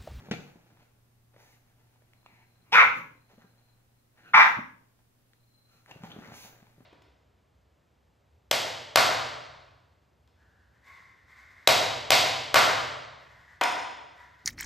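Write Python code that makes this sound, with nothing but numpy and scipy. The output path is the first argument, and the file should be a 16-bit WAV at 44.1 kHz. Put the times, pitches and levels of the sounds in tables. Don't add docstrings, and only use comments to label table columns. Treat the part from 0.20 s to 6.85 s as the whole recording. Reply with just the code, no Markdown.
import sys
import numpy as np
from scipy import signal
from scipy.fft import rfft, irfft
from scipy.io import wavfile
from scipy.ndimage import uniform_filter1d, minimum_filter1d

SR = 44100
rng = np.random.default_rng(int(sys.argv[2]) if len(sys.argv) > 2 else 0)


def persist_wave(psi):
    counts = np.round(np.clip(psi, -1, 1) * 32767).astype(np.int16)
    wavfile.write(sys.argv[1], SR, np.atleast_2d(counts).T)


def undo_db(level):
    steps = np.asarray(level, float) / 20
    return 10 ** steps


N = 293265


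def rms_one(x):
    return x / np.sqrt(np.mean(x ** 2) + 1e-20)


def at_hz(points, hz):
    points = np.array(points)
    return np.interp(np.log(np.maximum(hz, 1)), np.log(points[:, 0]), points[:, 1])


def shaped(x, gain_at):
    size = x.shape[-1]
    return irfft(rfft(x) * gain_at(np.fft.rfftfreq(size, 1 / SR)), size)


def noise(spectrum):
    return rms_one(shaped(rng.standard_normal(N), lambda hz: undo_db(at_hz(spectrum, hz))))


def butter(x, order, hz, kind):
    return signal.sosfilt(signal.butter(order, hz, kind, fs=SR, output="sos"), x)


def drift(rate):
    knots = np.arange(int(N / SR * rate) + 2)
    return np.interp(np.arange(N) / SR * rate, knots, rng.standard_normal(len(knots))) * 1.2


def poles(hz, width_hz):
    r = np.exp(-np.pi * width_hz / SR)
    return (1 - r * r) / 2 * np.array([1, 0, -1]), [1, -2 * r * np.cos(2 * np.pi * hz / SR), r * r]


def twice(x, hz, width_hz):
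    once = signal.lfilter(*poles(hz, width_hz), x)
    return signal.lfilter(*poles(hz, width_hz), once)


def moving_resonance(x, hz, width_hz):
    out, state = np.zeros_like(x), np.zeros(2)
    for i in range(0, len(x), 32):
        out[i:i + 32], state = signal.lfilter(*poles(hz[i], width_hz), x[i:i + 32], zi=state)
    return out


def bouts(rows, column, rise_db_s, fall_db_s):
    t, power = np.arange(N) / SR, 0
    for row in rows:
        start, end = row[0], row[0] + row[1]
        below_db = rise_db_s * np.maximum(start - t, 0) + fall_db_s * np.maximum(t - end, 0)
        power = power + undo_db(2 * (row[column] - below_db))
    return np.sqrt(power)


def room_air(load):
    # frequency in Hz, level in dB per Hz.
    air = [(20, -13.5), (45, -15.5), (90, -12.5), (200, -18.5), (400, -22), (1000, -27.5), (3000, -33.5),
           (8000, -37), (12000, -35), (16000, -37)]
    # frequency in Hz, left-right correlation from -1 to 1.
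    likeness = [(60, 0.57), (180, 0.74), (550, 0.09), (1650, 0.03), (4970, -0.09), (15000, -0.03)]
    mid = shaped(noise(air), lambda hz: np.sqrt(1 + np.clip(at_hz(likeness, hz), -1, 1)))
    side = shaped(noise(air), lambda hz: np.sqrt(1 - np.clip(at_hz(likeness, hz), -1, 1)))
    rumble = butter(mid, 2, 300, "low")
    return undo_db(-72) * (mid + (load - 1) * rumble + side * [[1], [-1]])


def appliance_hum(load):
    # partial in Hz, level in dB rms.
    partials = [
        (118.4, -70.5),
        (236.9, -84.5),
    ]
    t, hum = np.arange(N) / SR, 0
    for hz, db in partials:
        level = np.sqrt(2) * undo_db(db + 1.9 * drift(40))
        hum = hum + level * np.sin(2 * np.pi * hz * t + .5 * drift(2.8))
    return load * hum


def background():
    # time in seconds, level change in dB.
    load_curve = [
        (0, 1.5),
        (2.0, 2),
        (3.4, 1),
        (4.5, -1.5),
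        (5.5, -0.5),
        (6.65, 3.5),
    ]
    load = undo_db(np.interp(np.arange(N) / SR, *np.transpose(load_curve)))
    return appliance_hum(load) + room_air(load)


def cricket():
    # start in seconds, hold in seconds, level in dB.
    chirps = [
        (1.99, .43, -83),
        (3.0, .3, -82.5),
        (3.4, .12, -79.5),
        (3.77, .03, -88),
        (4.06, .04, -78.5),
        (5.19, 0.11, -84.5),
        (5.34, 0.24, -76),
    ]
    wing_hz, edge_db_s = 4103, 139
    tone = signal.lfilter(*poles(wing_hz, 120), rng.standard_normal((2, N)))
    tone = signal.lfilter(*poles(wing_hz, 110), tone)
    pulses = 0.68 + np.sin(np.pi * 27 * np.arange(N) / SR) ** 2
    port_gain = undo_db([[3.], [1.]])
    return bouts(chirps, 2, edge_db_s, edge_db_s) * rms_one(tone * pulses) * port_gain


def burrowing():
    # start in seconds, hold in seconds, blanket level in dB, tray level in dB.
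    moves = [(0.0, .23, -60.5, -59), (.5, .08, -77, -70.5), (1.14, 0.18, -71.5, -80),
             (1.57, 0.99, -78, -84), (2.05, .1, -72.5, -78), (2.4, .1, -76.5, -73.5),
             (2.62, 0.2, -72.5, -55), (3.1, .1, -67.5, -84), (3.97, .2, -69, -70.5),
             (4.29, .12, -75.5, -59), (5.5, .08, -76, -81.5), (5.685, 0.04, -60, -69),
             (5.84, 0.28, -57, -58), (6.25, .12, -71.5, -70.5)]
    # frequency in Hz, level in dB per Hz.
    fibres = [(150, -46.5), (250, -16.5), (829, -10), (1040, -16.5), (1320, -17), (1560, -15),
              (6590, -29.5), (8520, -36.5), (15000, -37.5)]
    rise_db_s, cloth_fall_db_s, tray_fall_db_s = 495, 40, 150.5
    slips = rng.random(N) < 2000 / SR
    grains = slips * undo_db(3 * np.minimum(rng.exponential(1, N), 4)) * rng.choice([-1, 1], N)
    cloth = shaped(grains, lambda hz: undo_db(at_hz(fibres, hz))) * undo_db(2.5 * drift(35))
    tray = butter(rng.standard_normal(N), 3, [85, 330], "band") * undo_db(3 * drift(40))
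    return (bouts(moves, 2, rise_db_s, cloth_fall_db_s) * rms_one(cloth)
            + bouts(moves, 3, rise_db_s, tray_fall_db_s) * rms_one(tray))


def scrapes():
    # start in seconds, level in dB, resonance in Hz, width in Hz, 60 dB decay in seconds.
    strokes = [(.1125, -30.5, 2040, 2220, 0.073), (.1115, -37, 2778, 4900, 0.01),
               (.54, -77, 1981, 1852, 0.2), (2.061, -50, 2324, 893, 0.033), (3.21, -64, 1480, 648, 0.24),
               (3.973, -66.5, 1600, 1200, 1), (5.68, -80, 2110, 2000, 0.14), (5.711, -42, 2700, 600, 0.039),
               (5.74, -58, 2519, 600, 0.09), (5.9, -46.5, 2926, 756, 0.035),
               (5.916, -42, 3290, 648.1, .035), (5.91, -55, 1340, 600, 0.19), (6.02, -54, 1360, 600, 0.37),
               (6.045, -48, 1950, 600, 0.058)]
    out, t = np.zeros(N), np.arange(int(.4 * SR)) / SR
    onset = np.minimum(t / .003, 1)
    for s, db, hz, width_hz, t60 in strokes:
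        clicks = rng.standard_normal(len(t)) * (rng.random(len(t)) < .08)
        start = int(s * SR)
        body = rms_one(twice(clicks, hz, width_hz))
        out[start:start + len(t)] += undo_db(db - 60 * t / t60) * onset * body
    return out


def knocks(events, cycles, puff_db):
    contact_s, size = 0.002, 2000
    out = np.zeros(N + SR)
    for s, db, hz in events:
        turns = np.arange(size) / SR * hz
        puff = rms_one(butter(rng.standard_normal(size), 2, [0.3 * hz, 3. * hz], "band"))
        ring = -np.sin(2 * np.pi * turns) + undo_db(puff_db) * puff * np.minimum(turns / 0.1, 1)
        start = int((s + contact_s) * SR)
        out[start:start + size] += undo_db(db) * ring * np.exp(-turns / cycles)
    return out[:N]


def thumps():
    # time in seconds, peak in dB, pitch in Hz.
    landings = [(0.009, -56, 150), (0.084, -40.5, 189), (0.1105, -21, 211.4), (0.131, -32, 142),
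                (0.186, -38, 154), (0.355, -46, 176), (1.167, -66, 197), (3.132, -52, 200.7),
                (3.177, -48, 219), (3.241, -48.5, 190), (2.67, -48.5, 95.3), (4.14, -54, 120),
                (4.368, -39, 129), (4.386, -31.5, 225.4), (5.549, -59.5, 145.2), (5.714, -51, 140),
                (5.756, -43.5, 142), (5.803, -47, 154), (5.834, -35, 210), (5.961, -37, 205),
                (5.985, -37.5, 217), (6.039, -64, 221), (6.084, -41.5, 208), (6.118, -45, 142),
                (6.167, -51, 146), (6.245, -47.5, 219), (6.338, -60, 263.6), (6.423, -49.5, 207),
                (6.578, -52.5, 143.7), (6.603, -48.5, 253)]
    return knocks(landings, cycles=1.6, puff_db=-8.5)


def ticks():
    # time in seconds, peak in dB, pitch in Hz.
    contacts = [(.1101, -24, 1570), (.135, -34, 770), (.570, -56, 1010), (1.140, -56, 575),
                (1.161, -49, 546), (1.206, -60, 600), (1.757, -60, 905), (1.819, -58.5, 596),
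                (1.9325, -49, 2200), (2.028, -60.5, 860), (2.0595, -43, 998), (3.218, -52, 1480),
                (4.788, -62, 700), (5.132, -48, 1903), (5.659, -44.5, 1880), (5.710, -36, 970),
                (5.834, -37.5, 983), (5.941, -54, 600), (5.986, -52, 670), (6.118, -40.5, 714),
                (6.138, -41, 765), (6.358, -56.5, 1500), (6.425, -55, 662), (6.466, -54, 970)]
    return knocks(contacts, cycles=1.5, puff_db=-4.5)


def sniffs():
    # start in seconds, length in seconds, level in dB, low resonance in Hz, hiss in dB.
    breaths = [
        (1.169, 0.19, -73, 845, 3),
        (2.06, 0.19, -68.5, 870, -17),
        (2.44, .1, -70.5, 1076, -15.5),
        (2.747, 0.043, -63.5, 1200, 7.5),
        (4.036, .07, -57, 1480, -21),
        (5.472, 0.146, -75.5, 1280, -1),
        (6.122, 0.16, -63, 975, 8.5),
    ]
    # frequency in Hz, level in dB per Hz.
    nostrils = [(1500, -29.5), (2500, -5.5), (4500, -4.5), (6300, -3.5), (8000, -11), (10000, -9),
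                (13000, -11), (16000, -12)]
    t, out = np.arange(N) / SR, np.zeros(N)
    white, hiss = rng.standard_normal(N), noise(nostrils)
    for start, length, db, low_hz, hiss_db in breaths:
        end = start + length
        part = slice(int((start - .01) * SR), int((end + 0.027) * SR))
        high_gain = undo_db(.022 * (950 - low_hz))
        nose = twice(white[part], low_hz, 330) - high_gain * twice(white[part], low_hz + 1200, 740)
        rise = np.clip((t[part] - start) / 0.049 + 0.17, 0, 1)
        fall = np.clip((end - t[part]) / 0.039 + .5, 0, 1)
        out[part] += undo_db(db) * rise * fall * (rms_one(nose) + undo_db(hiss_db) * hiss[part])
    return out


def bark(rows, chest_cut_hz, high_hz, mouth_db, onset_db, onset_rough):
    # frequency in Hz, width in Hz, level in dB.
    muzzle = [
        (172.3, 160, -27.5),
        (380, 30, -22.5),
        (2464, 1000, -16.5),
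        (3420, 720, -17),
        (5280, 920, -24.5),
        (7197, 900, -43.5),
        (10800, 12000, -46.5),
    ]
    throat_width_hz = 230, 290
    rows = np.array(rows)
    start = int(rows[0, 0] * SR)
    t = np.arange(start, int(rows[-1, 0] * SR)) / SR
    effort_db, low_hz, high_db = [np.interp(t, rows[:, 0], column) for column in rows.T[1:]]
    age = t - t[0]

    onset_hz, full_hz, tensing_s = 362.25, 508.7, .015
    hoarse, hoarsening_s, puff_s = .9, .075, .03
    pitch = full_hz - (full_hz - onset_hz) * np.exp(-age / tensing_s)
    rough = onset_rough + (hoarse - onset_rough) * np.minimum(age / hoarsening_s, 1)
    bright_db = mouth_db + onset_db * np.exp(-(age / puff_s) ** 2)

    chance = rng.standard_normal((200, 2))
    cycle = np.cumsum(pitch / SR).astype(int)
    phase = np.cumsum(pitch * (1 + .22 * rough * chance[cycle, 0]) / SR)
    slaps = np.diff(np.floor(phase), prepend=0) * undo_db(4 * rough * chance[cycle, 1])
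    turbulence = rng.standard_normal(len(t)) * np.exp(-1.5 * (phase % 1)) * .3
    source = (slaps + rough * turbulence) / np.sqrt(1 + 3 * rough ** 2)
    source = butter(source, 4, chest_cut_hz, "high")

    gape_hz = high_hz + 355 * np.exp(-(age / .03 - 1) ** 2 * 2)
    low = moving_resonance(source, low_hz, throat_width_hz[0])
    high = moving_resonance(source, gape_hz, throat_width_hz[1])
    voice = butter(low - undo_db(high_db) * high, 2, 2400, "low")
    for hz, width_hz, db in muzzle:
        puff = rng.standard_normal(len(t)) * np.exp(-4 * (phase % 1)) * .3
        voice += undo_db(db + bright_db) * twice(puff, hz, width_hz)
    out = np.zeros(N)
    closing = np.clip((t[-1] - t) / 0.0086, 0, 1)
    out[start:start + len(t)] = undo_db(effort_db) * rms_one(voice) * closing
    return out


def barks():
    # time in seconds, effort in dB, low throat resonance in Hz (mouth opening),
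    # strength of the high one in dB.
    gestures = [
        [(2.519, -49, 833, 2), (2.527, -27, 790, 2), (2.542, -20, 970, 3), (2.554, -10.5, 1470, -11),
         (2.572, -13.5, 1480, -6.5), (2.585, -12, 1320, -2), (2.6, -15.5, 1130, 5.5), (2.625, -18, 990, 3),
         (2.67, -39.5, 893, 3.5)],
        [(4.133, -37, 1360, -6.5), (4.14, -17, 1210, -1.5), (4.15, -10, 1015, 0), (4.17, -14, 1200, -7),
         (4.183, -12.5, 970, -5), (4.208, -14.5, 955, 2.5), (4.225, -17.5, 1070, -3), (4.26, -24, 896, 1),
         (4.32, -44, 870, 6)],
    ]
    # chest cut in Hz, high throat resonance in Hz, mouth brightness in dB,
    # extra onset brightness in dB, onset roughness from 0 to 1.
    colours = [
        (339.7, 2180, -8.5, 21, .08),
        (729, 1980, -4.5, -2.5, .4),
    ]
    return sum(bark(rows, *colour) for rows, colour in zip(gestures, colours))


def echoes():
    # frequency in Hz, 60 dB decay in seconds.
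    room_t60 = [(100, .6), (600, 0.51), (1000, 0.37), (1600, .46), (2200, 0.43), (3500, 0.4), (6000, 0.43),
                (15000, 0.44)]
    level_db, alike_hz = 1, 300
    t, tail = np.arange(int(.7 * SR)) / SR, 0
    mid_side = rng.standard_normal((2, len(t)))
    mid_side[1] = butter(mid_side[1], 2, alike_hz, "high")
    edges = np.geomspace(40, 16000, 12)
    for low, high in zip(edges, edges[1:]):
        band = butter(mid_side, 2, [low, high], "band")
        tail = tail + band * undo_db(-60 * t / at_hz(room_t60, np.sqrt(low * high)))
    tail = tail * np.clip((t - .003) / 0.0028, 0, 1)
    return undo_db(level_db) * (tail[0] + tail[1] * [[1], [-1]]) / np.sqrt(np.sum(tail ** 2))


def room(x, sent):
    lag_samples, crossing_s = 5, .5
    direct = np.array([x, np.roll(x, lag_samples)])
    direct = np.where(np.arange(N) < crossing_s * SR, direct[::-1], direct)
    return direct + signal.fftconvolve(sent[None], echoes())[:, :N]


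def microphone(near):
    # frequency in Hz, gain in dB.
    housing = [(30, -14.5), (80, -1), (160, 1.5), (7000, 1.5), (8400, -9.5), (9300, -1)]
    # frequency in Hz, left minus right in dB.
    balance = [(60, 1.0), (120, 1.0), (240, 1.0), (480, 0.5), (950, -1.0), (1890, 2.5), (3770, 1.5),
               (7520, -1.0), (15000, -7.5)]
    return shaped(near, lambda hz: undo_db(at_hz(housing, hz) + at_hz(balance, hz) * [[.5], [-.5]]))


def scene():
    far = background() + cricket()
    bed = burrowing() + scrapes() + sniffs()
    contacts = thumps() + ticks()
    dog = barks()
    sent = dog + undo_db(-3) * bed + undo_db(-6.5) * contacts
    return microphone(room(dog + bed + contacts, sent)) + far


def low_pass(x):
    return signal.sosfilt(signal.butter(12, 16440, fs=SR, output="sos"), x)


def record(dry):
    ceiling, cutoff_hz = .92, 15750
    headroom = np.minimum(1, ceiling / (np.abs(dry).max(axis=0) + 1e-9))
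    gain = uniform_filter1d(minimum_filter1d(headroom, size=301), size=301)
    mix = shaped(dry * gain, lambda hz: hz < cutoff_hz)
    return low_pass(mix)


dry = scene()
out = record(dry)
persist_wave(out)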